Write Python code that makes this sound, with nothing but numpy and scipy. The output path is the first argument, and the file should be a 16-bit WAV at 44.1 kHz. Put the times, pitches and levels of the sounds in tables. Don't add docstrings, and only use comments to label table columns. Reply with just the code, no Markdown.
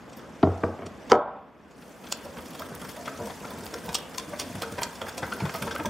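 import sys
import numpy as np
from scipy import signal
from scipy.io import wavfile
from scipy.ndimage import uniform_filter1d

SR = 44100
rng = np.random.default_rng(int(sys.argv[2]) if len(sys.argv) > 2 else 0)


def field_ratio(decibels):
    return 10 ** (np.asarray(decibels, dtype=float) / 20)


def dump_mix(stems):
    frames = np.atleast_2d(stems).T
    limited = np.clip(frames, -1, 1)
    pcm = np.round(limited * 32767).astype(np.int16)
    wavfile.write(sys.argv[1], SR, pcm)


N = 259749

# time in seconds, effort in dB.
EFFORT = [(0, -2), (.44, 0.5), (.65, 1), (.87, -2.5), (1.02, 1), (1.13, -3), (1.23, -13.5), (1.5, -11),
          (1.76, -3.5), (1.9, -0.5), (2.26, 2), (3.05, 4.5), (3.77, 4.5), (4.12, 3), (4.54, 6), (5.02, 3.5),
          (5.56, 6.5), (5.89, 4.5)]
# frequency in Hz, level in dB per Hz.
SLOSH_SPECTRUM = [(18, -57), (30, 13.5), (75, -12), (126, -4.5), (223, 5.5), (388, -2.5), (466, 1),
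                  (994, -7.5), (1100, -7), (1350, -10.5), (1840, -14), (3540, -24.5), (4000, -34),
                  (5200, -36), (8800, -120)]
# frequency in Hz, level in dB per Hz.
SCRAPE_SPECTRUM = [(880, -58.5), (1500, 0), (1850, -7), (3100, -10), (3540, -9), (3940, -13.5),
                   (4350, -10.5), (5280, -9.5), (9500, -13.5), (12400, -23.5), (20900, -120)]
# frequency in Hz, level in dB per Hz.
FIZZ_SPECTRUM = [(8000, -42), (9600, -10), (11000, -3), (15500, -3.5), (16500, -34)]
# frequency in Hz, likeness from 0 to 1.
CHANNEL_LIKENESS = [(60, 0.87), (150, 0.84), (380, 0.87), (950, 0.88), (2380, 0.78), (5980, 0.81),
                    (15000, 1)]
# time in seconds, level in dB.
WHINE_LEVEL = [(0, -76), (1.1, -76), (1.15, -120), (1.33, -110), (1.38, -88), (2.1, -82)]

# start in seconds, peak in dB, depth (dull against bright) in dB.
EASY_STROKES = [(.0976, -45, -21), (.1314, -40.5, -24), (.1934, -43, 0), (1.7125, -52, -4),
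                (1.8227, -45.5, 1), (2.042, -42.5, 3), (2.07, -37, -3), (2.2281, -51, -10), (2.369, -43, 7),
                (2.3864, -40.5, 6), (2.5338, -37, -5), (2.5505, -34.5, -1), (3.0572, -33, -1),
                (3.0776, -35, 11.5), (3.175, -37, -21), (3.2188, -37.5, -16), (3.304, -41.5, 12.5),
                (3.4503, -36.5, 8), (3.4786, -45, -4), (3.6364, -36.5, -14), (4.147, -32, -2),
                (4.48, -39, -11)]
# start in seconds, peak in dB, depth in dB.
FLICKS = [(.172, -47, -5), (.184, -53, -23), (2.4202, -45, -15), (2.595, -32.5, -7), (2.6196, -35.5, 3),
          (2.8164, -37.5, 4), (2.8492, -35, 1.5), (3.272, -39, -10), (3.3546, -59, 8), (3.5072, -37.5, 2.5),
          (3.783, -38, -3), (4.5537, -41, 7), (4.8177, -28.5, -1), (5.0681, -42.5, 12), (5.0841, -33.5, 6),
          (5.541, -33, 1), (5.5585, -34.5, -13), (5.6239, -26, -0.5)]
# start in seconds, peak in dB, depth in dB, rattle t60 in seconds.
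IDLE_STROKES = [
    (.863, -36.5, -17, 0.056),
    (1.075, -51, -8, 0.059),
    (1.099, -25.5, 0, 0.21),
    (1.1184, -18, -8, 0.011),
]
# start in seconds, peak in dB, depth in dB,
# rattle t60 in seconds.
STEEL_STRIKES = [(2.1079, -37, -26, 0.14), (2.1238, -14, -10.5, 0.02), (2.254, -42.5, -22, 0.045),
                 (2.4566, -42, -13, 0.12), (2.8896, -35.5, 0, 0.12), (2.966, -39, 1.5, .044),
                 (3.258, -38, -24, 0.066), (3.6658, -30.5, -4, 0.019), (3.7404, -24.5, -3, 0.033),
                 (3.8594, -38.5, -7, 0.065), (3.927, -32.5, -23, 0.22), (3.9458, -14.5, -20, 0.033),
                 (3.951, -13.5, -8.5, 0.059), (3.9845, -38, -13, 0.026), (4.1818, -20.5, -10.5, 0.042),
                 (4.392, -29, -12, 0.026), (4.3976, -18.5, -7.5, 0.085), (4.4186, -30.5, -3, .021),
                 (4.6205, -21.5, -3.5, 0.068), (4.7229, -31.5, -25, 0.042), (4.8326, -13.5, -15, 0.048),
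                 (4.928, -50, -16, 0.056), (5.0934, -32.5, -11, 0.031), (5.1792, -25.5, -21, 0.064),
                 (5.336, -33, -16, 0.043), (5.857, -22.5, -4, 0.056)]
# start in seconds, peak in dB, depth in dB, rattle t60 in seconds.
BRISK_STROKES = [(3.89, -27, 0.5, 0.072), (4.1973, -28, -2.5, 0.039), (4.335, -46.5, 14.5, 0.1),
                 (4.634, -41.5, 18, 0.058), (4.8195, -37, 9.5, 0.058), (4.863, -48, 12.5, 0.015),
                 (4.78, -31.5, 4.5, .08), (4.79, -30.5, 8.5, 0.031), (4.9532, -35.5, -15, 0.057),
                 (5.0167, -26.5, 2, 0.048), (5.2288, -33.5, 12.5, 0.078), (5.3226, -30.5, 9, 0.036),
                 (5.4038, -30.5, 3.5, 0.092), (5.5495, -31.5, 9, 0.033), (5.4538, -32, 7.5, 0.085),
                 (5.4945, -27.5, 4, 0.045), (5.6774, -34, 9, 0.066), (5.7116, -29.5, 1.5, 0.085),
                 (5.751, -33, 0, 0.025), (5.7613, -28.5, 6.5, 0.02), (5.799, -32, 7.5, 0.043)]
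# frequency in Hz, width in Hz, level in dB.
STEEL_MODES = [(2450, 140, -5.5), (3377, 140, -0.5), (3790, 74, -3), (4330, 216, -3.5), (5580, 215, 0),
               (6155, 190, -1.5), (6610, 210, -3), (7110, 124, -2), (7360, 330, -4.5), (7760, 280, -1),
               (9090, 270, -7.5), (9630, 97, -11)]
# frequency in Hz, width in Hz, level in dB.
DAMPED_MODES = [(600, 42, 1.1), (930, 1090, 8), (1415, 89, 11.8), (1567, 24, 13.1), (2133, 350, 1.9)]
# frequency in Hz, width in Hz, level in dB.
WIRE_MODES = [(9600, 3700, -1.4), (11100, 2000, -0.57), (12400, 1800, -0.34), (13500, 2700, -1),
              (14400, 2500, -0.16)]

# start in seconds, peak in dB,
# contact time in ms, clatter t60 in seconds.
FIRST_KNOCK = [(.429, -19, 0.081, 0.059), (.4312, -3.5, 0.6, 0.03), (.4355, -14, 0.4, 0.0064),
               (.451, -20, 0.62, 0.019), (.472, -13.5, 0.86, 0.028), (.512, -31, 1, 0.014),
               (.535, -42, 1, 0.04), (.74, -33, 1, .1), (.79, -28.5, 0.35, 0.18), (.82, -29, 0.36, 0.37),
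               (.866, -33, 0.33, 0.027)]
# start in seconds, peak in dB, contact time in ms, clatter t60 in seconds.
SECOND_KNOCK = [
    (.6345, -16.5, 0.073, 0.0098),
    (.637, -7, 0.15, 0.045),
    (.69, -25, 1, 0.068),
]
# start in seconds, peak in dB, contact time in ms, clatter t60 in seconds.
TUMBLER_SET_DOWN = [
    (1.1125, -19.5, 0.055, 0.03),
    (1.1185, 1.5, 0.1, 0.0033),
    (1.13, -9.5, 0.26, 0.01),
    (1.141, -13.5, 0.26, .01),
    (1.152, -19.5, 0.34, 0.018),
]
# frequency in Hz, level in dB, t60 in seconds.
FIRST_MODES = [(91.2, -12.5, 0.35), (169, -5.5, 0.062), (237, 0, 0.035), (406, 2, 0.036),
               (464, -4.5, 0.053), (636, 1.5, 0.038), (1090, -2.5, 0.021), (1335, -2.5, 0.014),
               (1860, -9, 0.016), (2200, -6.5, 0.019), (3100, -1, 0.0071), (3900, -6.5, 0.012),
               (4730, -5.5, 0.0084)]
# frequency in Hz, level in dB, t60 in seconds.
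SECOND_MODES = [(90.3, -5.5, 0.35), (215, 7.5, 0.074), (484, -0.5, 0.14), (536, 8.5, 0.019),
                (633, 21, 0.018), (667, 14, 0.036), (930, 0, 0.014), (1150, 10, 0.012), (1445, 8.5, 0.01),
                (1910, -1.5, 0.0092), (2370, -8, 0.013)]
# frequency in Hz, level in dB, t60 in seconds.
TUMBLER_MODES = [(215, -8.5, 0.15), (295, -10, .1), (384.7, 1.5, 0.1), (480, 7, 0.077), (607, -8.5, 0.13),
                 (707, -10.5, 0.2), (756, -0.5, 0.073), (917, 8, 0.013), (996, -0.5, 0.087),
                 (1280, 6, 0.019), (2180, -2, 0.0093), (3040, -6, 0.013), (4770, -2.5, 0.0098),
                 (5900, -2, 0.006)]
# frequency in Hz, t60 in seconds.
KITCHEN_T60 = [(100, 0.25), (400, 0.38), (750, 0.69), (2500, 0.61), (5000, 0.17), (12000, 0.11)]
# frequency in Hz, level in dB.
TAIL_SIDE = [(100, -68.0), (1000, -22), (4000, -4.0), (12000, -3.5)]

# start in seconds, peak in dB, pitch in Hz, t60 in seconds.
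SLAPS = [(2.117, -32, 482, 0.55), (2.254, -25, 500, 0.2), (2.371, -24.5, 676, 0.28),
         (2.605, -23, 640, 0.11), (2.97, -25, 600, 0.39), (3.073, -25.5, 600, .21), (3.268, -26, 744, 0.15),
         (3.631, -23, 460, 0.076), (3.73, -24, 476, 0.19), (3.98, -28, 565, 0.072),
         (4.332, -20, 590, 0.038), (4.629, -23, 600, 0.29), (4.779, -21, 600, 0.083),
         (5.019, -18, 558, 0.13), (5.179, -22.5, 717, 0.25), (5.228, -21.5, 620, 0.14),
         (5.314, -23.5, 430, 0.23), (5.546, -22, 620, 0.12), (5.673, -18, 600, 0.029),
         (5.755, -19, 626, 0.033)]
# start in seconds, peak in dB, pitch in Hz, t60 in seconds.
ROCKS = [(2.516, -30, 190, 0.11), (2.714, -24, 217, 0.31), (2.833, -26.5, 220, 0.15),
         (3.193, -19, 218, 0.34), (3.41, -26, 168, 0.5), (3.516, -27, 215, 0.28), (3.576, -27, 210, 0.23),
         (3.848, -24.5, 218, 0.2), (3.884, -18.5, 159, 0.085), (4.147, -46, 222, 0.066),
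         (4.284, -26.5, 272, 0.08), (4.419, -25.5, 240, 0.21), (4.498, -23, 237, 0.11),
         (4.545, -21.5, 218, 0.18), (4.723, -20.5, 205, 0.067), (5.422, -13.5, 168, 0.17),
         (5.62, -18, 207, 0.15), (5.799, -18, 296, 0.055), (5.86, -14, 205, 0.015)]
# frequency in Hz, width in Hz, level in dB.
SEAT_MODES = [(218, 11, 6), (374.3, 16, -7), (476.4, 12, 2), (600, 27, -6), (684, 45, -6), (934, 83, -8.5),
              (1434, 30, -12)]
# frequency in Hz, width in Hz, level in dB.
COUNTER_MODES = [(86, 11.7, -1.5), (76, 15.5, -8)]
# start in seconds, peak in dB, pitch in Hz.
CLUMPS = [(2.3694, -33, 1080), (2.3869, -33, 1260), (2.5944, -31, 1150), (2.6079, -33, 1290),
          (2.6199, -24.5, 1320), (2.8234, -31, 1190), (2.8494, -37, 1360), (2.8898, -47, 999),
          (3.0783, -23, 1350), (3.2195, -40, 990), (3.2734, -23, 925), (3.3043, -29, 969),
          (3.444, -27, 1400), (3.5173, -26, 995), (3.7398, -29, 1024), (3.8391, -31, 1580),
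          (3.8875, -38, 1290), (3.9289, -23, 926), (3.9528, -21, 1280), (4.1479, -36, 1020),
          (4.1813, -22.5, 1040), (4.3345, -28, 1180), (4.3973, -36, 960), (4.5605, -41, 966),
          (4.6168, -25, 1050), (4.7845, -24, 960), (4.8194, -15, 940), (4.8618, -30, 1000),
          (4.9331, -30, 1020), (5.0144, -25, 1380), (5.0713, -38, 904), (5.0843, -27, 1600),
          (5.2319, -26, 1390), (5.2763, -26.5, 970), (5.3227, -24, 1420), (5.405, -18, 930),
          (5.4514, -26, 1570), (5.4953, -27, 1570), (5.5487, -23, 1270), (5.6255, -28, 1600),
          (5.6684, -24, 930), (5.7118, -18, 1566), (5.7503, -22, 1290), (5.7982, -23, 930),
          (5.8495, -16, 930)]

LEAD_S = 0.03
BEAT_S = 1.76


def evened(x):
    return x / np.sqrt(np.mean(x ** 2) + 1e-20)


def peaked(x):
    return x / (abs(x).max() + 1e-20)


def read(points, hz):
    f, value = np.transpose(points)
    return np.interp(np.log(hz + 1), np.log(f + 1), value)


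def curve(rows):
    seconds, db = np.transpose(rows)
    return np.interp(np.arange(N) / SR, seconds, db)


def add(mix, s, sound):
    part = mix[round(s * SR):][:len(sound)]
    part += sound[:len(part)]


def lowpass(x, order, hz):
    return signal.sosfilt(signal.butter(order, hz, fs=SR, output="sos"), x)


def ring(peaks, spread_db, detune, size=1500):
    hz, width, db = np.transpose(peaks)[:, :, None]
    share, shift = rng.standard_normal((2, len(hz), 1))
    t = np.arange(size) / SR
    sign = (-1) ** np.arange(len(hz))[:, None]
    decay = field_ratio(db + spread_db * share) * width * np.exp(-np.pi * width * t)
    modes = sign * decay * np.sin(2 * np.pi * hz * (1 + detune * shift) * t)
    return modes.sum(0)


def rattle(t60, per_s, fizz, first, drag_s):
    t = np.arange(4000) / SR - LEAD_S
    wires = (rng.random(len(t)) < per_s / SR) * rng.standard_normal(len(t))
    wires[round(LEAD_S * SR)] = first
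    drag = 0.75 * np.exp(np.minimum(t, 0) / drag_s)
    fade = field_ratio(-60 * t / max(t60, 0.004))
    return (wires + fizz * rng.standard_normal(len(t))) * np.where(t < 0, drag, fade)


def noise(spectrum, size, patchy_db, flicker_db):
    hz = np.fft.rfftfreq(size, 1 / SR)
    frames = N // (size // 4) + 5
    a, b, c, d, patches = rng.standard_normal((frames, len(hz), 5)).T
    patches = uniform_filter1d(patches, size=5, axis=0)
    patches = evened(uniform_filter1d(patches, size=9, axis=1))
    flicker = evened(uniform_filter1d(rng.standard_normal(frames), size=3))
    same = np.clip(read(CHANNEL_LIKENESS, hz), 0, 1)[:, None]
    mid = np.sqrt(1 + same) * (a + 1j * b)
    side = np.sqrt(1 - same) * (c + 1j * d)
    level_db = read(spectrum, hz)[:, None] + patchy_db * patches + flicker_db * flicker
    z = np.array([mid + side, mid - side]) * field_ratio(level_db)
    return evened(signal.istft(z, nperseg=size, noverlap=3 * size // 4)[1][:, :N])


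def strokes():
    # rows, shared rattle t60 (s) where the rows have none, wire hiss (dB) for a stroke of -30 dB
    kinds = [(IDLE_STROKES, (), -19.5), (STEEL_STRIKES, (), -4.5), (BRISK_STROKES, (), -15),
             (EASY_STROKES, (0.05,), -35), (FLICKS, (0.055,), -0.5)]
    found = []
    for rows, t60, hiss_db in kinds:
        for row in rows:
            found.append((*row, *t60, hiss_db - 0.47 * (row[1] + 30)))
    return found


def contact(width_s):
    marks = np.zeros(N)
    for row in strokes():
        marks[round(row[0] * SR)] = 1
    t = np.arange(-4000, 4001) / SR
    return np.tanh(signal.oaconvolve(marks, np.exp(-(t / width_s) ** 2), "same"))


def grazes():
    per_s, fade_s = 47, 0.0036
    hits = (rng.random(N) < per_s / SR) * rng.exponential(1, N)
    lift = np.log1p(signal.lfilter([1], [1, -np.exp(-1 / (fade_s * SR))], hits))
    return evened(lift - lift.mean())


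def gain_duck_db():
    after = np.maximum(np.arange(N) / SR - 1.31, 0) / 0.27
    return -6 * (after * np.exp(1 - after)) ** 2


def stirring():
    t = np.arange(N) / SR
    touch = contact(width_s=0.036) - 0.5
    effort_db = curve(EFFORT)
    graze = grazes()

    heard_db = np.maximum(effort_db, -17)
    slosh_db = -44 + 0.23 * heard_db + gain_duck_db() + 0.53 * touch
    slosh = field_ratio(slosh_db) * noise(SLOSH_SPECTRUM, size=1024, patchy_db=1.0, flicker_db=1.0)

    scrape = noise(SCRAPE_SPECTRUM, size=256, patchy_db=2.5, flicker_db=1.14)
    scrape = np.where(t < BEAT_S, lowpass(scrape, 2, 7500), scrape)
    scrape_db = -57 + 1.58 * effort_db + 1.1 * touch + 0.8 * graze

    idle_db = -12 * np.clip((BEAT_S + 0.093 - t) / 0.17, 0, 1)
    fizz_db = -66.5 + 0.97 * effort_db + idle_db + 4.3 * touch + 2.8 * graze * (t > BEAT_S)
    fizz = noise(FIZZ_SPECTRUM, size=512, patchy_db=2.2, flicker_db=0.5)
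    return slosh + field_ratio(scrape_db) * scrape + field_ratio(fizz_db) * fizz


def whine():
    wobble_hz = 45 * evened(uniform_filter1d(rng.standard_normal(N), size=300))
    return field_ratio(curve(WHINE_LEVEL)) * np.sin(2 * np.pi * np.cumsum(12480 + wobble_hz) / SR)


def whisk():
    out = np.zeros((2, N))
    bunch_s = 0.00097
    for s, db, dull_db, t60, hiss_db in strokes():
        first = np.clip((db + 36.0) / 12, 0, 1.15)
        sunk = np.clip(dull_db + 8, 0, 14)
        steel = [(hz, 2.77 * width, g - 0.89 * sunk * np.log2(hz / 3500)) for hz, width, g in STEEL_MODES]
        drive = rattle(t60, per_s=900, fizz=0.2, first=first, drag_s=0.004 / (1 + 0.4 * first))
        t = np.arange(len(drive)) / SR - LEAD_S
        bunch = (t > 0) * np.exp(-abs(t) / bunch_s) * rng.standard_normal(len(t))
        drive = drive + 0.45 * first * bunch
        bright = peaked(signal.fftconvolve(drive, ring(steel, spread_db=2.5, detune=0.015)))
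        dull = peaked(signal.fftconvolve(drive, ring(DAMPED_MODES, spread_db=2.5, detune=0.03)))
        hiss = peaked(signal.fftconvolve(drive, ring(WIRE_MODES, spread_db=3, detune=0.02)))
        lean_db = np.clip(1.6 * rng.standard_normal(), -1.7, 1.7) + 0.1
        for side, ear in zip((1, -1), out):
            top = bright + field_ratio(hiss_db + side * (lean_db - 1.5)) * hiss
            stroke = field_ratio(side * lean_db) * (top + field_ratio(dull_db) * dull)
            add(ear, s - LEAD_S, field_ratio(db) * stroke)
    return out


def knocks(blows, modes):
    out = np.zeros(N)
    t = np.arange(SR // 2) / SR
    body = np.zeros(len(t))
    for k, (hz, db, t60) in enumerate(modes):
        body += (-1) ** k * field_ratio(db - 60 * t / t60) * np.sin(2 * np.pi * hz * t)
    for s, db, contact_ms, clatter_s in blows:
        push = np.sin(np.pi * np.clip(t[:200] / (max(contact_ms, 0.04) / 1000), 0, 1))
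        clatter = rattle(clatter_s, per_s=500, fizz=0.04, first=2, drag_s=0.001)
        drive = np.convolve(clatter, push)
        add(out, s - LEAD_S, field_ratio(db) * peaked(signal.fftconvolve(body, drive)))
    return out


def scattered(x, share):
    flutter = evened(lowpass(rng.standard_normal(N), 4, 150))
    return lowpass(x, 2, 1130) * (np.sqrt(1 - share) + np.sqrt(share) * flutter)


def kitchen(x):
    taps = np.zeros((2, SR))
    at = np.arange(200, SR - 20, 20) + rng.integers(0, 20, (2, (SR - 201) // 20))
    np.put_along_axis(taps, at, rng.choice([-1., 1.], at.shape), 1)
    hz, t, z = signal.stft(taps, SR, nperseg=256)
    mid, side = z * field_ratio(-60 * t / read(KITCHEN_T60, hz)[:, None])
    side = side * field_ratio(read(TAIL_SIDE, hz))[:, None]
    tail = signal.istft(np.array([mid + side, mid - side]), SR, nperseg=256)[1]
    return signal.fftconvolve(x[None], tail / np.linalg.norm(tail[0]), axes=1)[:, :N]


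def bowl():
    out = np.zeros(N)
    for thumps, boom_db in ((SLAPS, -18.5), (ROCKS, -15)):
        for s, db, hz, t60 in thumps:
            drive = rattle(t60, per_s=490, fizz=0.15, first=0.36, drag_s=0.007)
            modes = SEAT_MODES + [(hz, 70., 2.5)]
            seat = signal.fftconvolve(drive, ring(modes, spread_db=3.5, detune=0.03, size=9000))
            boom = signal.fftconvolve(drive, ring(COUNTER_MODES, spread_db=1, detune=0.01, size=9000))
            add(out, s - LEAD_S, field_ratio(db) * (peaked(seat) + field_ratio(boom_db) * peaked(boom)))
    return out


def clumps():
    out = np.zeros((2, N))
    for s, db, hz in CLUMPS:
        drive = rattle(0.031, per_s=470, fizz=0.052, first=1.0, drag_s=0.0017)
        patch = ring([(hz, 56, 0)], spread_db=0, detune=0)
        sound = peaked(signal.fftconvolve(drive, patch))
        lean_db = 1.5 * rng.standard_normal()
        for side, ear in zip((1, -1), out):
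            add(ear, s - LEAD_S, field_ratio(db - 8.5 + side * lean_db) * sound)
    return out


def scene():
    steady = stirring() + whine()
    blows = knocks(FIRST_KNOCK, FIRST_MODES) + knocks(SECOND_KNOCK, SECOND_MODES)
    blows = blows + knocks(TUMBLER_SET_DOWN, TUMBLER_MODES)
    beats = whisk() + field_ratio(-6.5) * bowl() + clumps()
    direct = (blows + beats) * field_ratio(np.array([[0.2], [-0.2]]))
    room = kitchen(field_ratio(-10) * scattered(blows, share=0.38) + field_ratio(-12) * beats.mean(0))
    return direct + room + steady


def band_limit(x):
    return signal.sosfilt(signal.butter(12, 16970, fs=SR, output="sos"), x)


def record(dry):
    low = signal.sosfilt(signal.butter(4, 65, "high", fs=SR, output="sos"), dry)
    top_edge = signal.firwin(255, 15850, window=("kaiser", 4), fs=SR)
    band = signal.oaconvolve(low, top_edge[None], "same")
    band = band + field_ratio(-41) * (low - band)
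    limited = 1.1 * np.tanh(band / 1.1)
    return band_limit(limited)


dry = scene()
out = record(dry)
dump_mix(out)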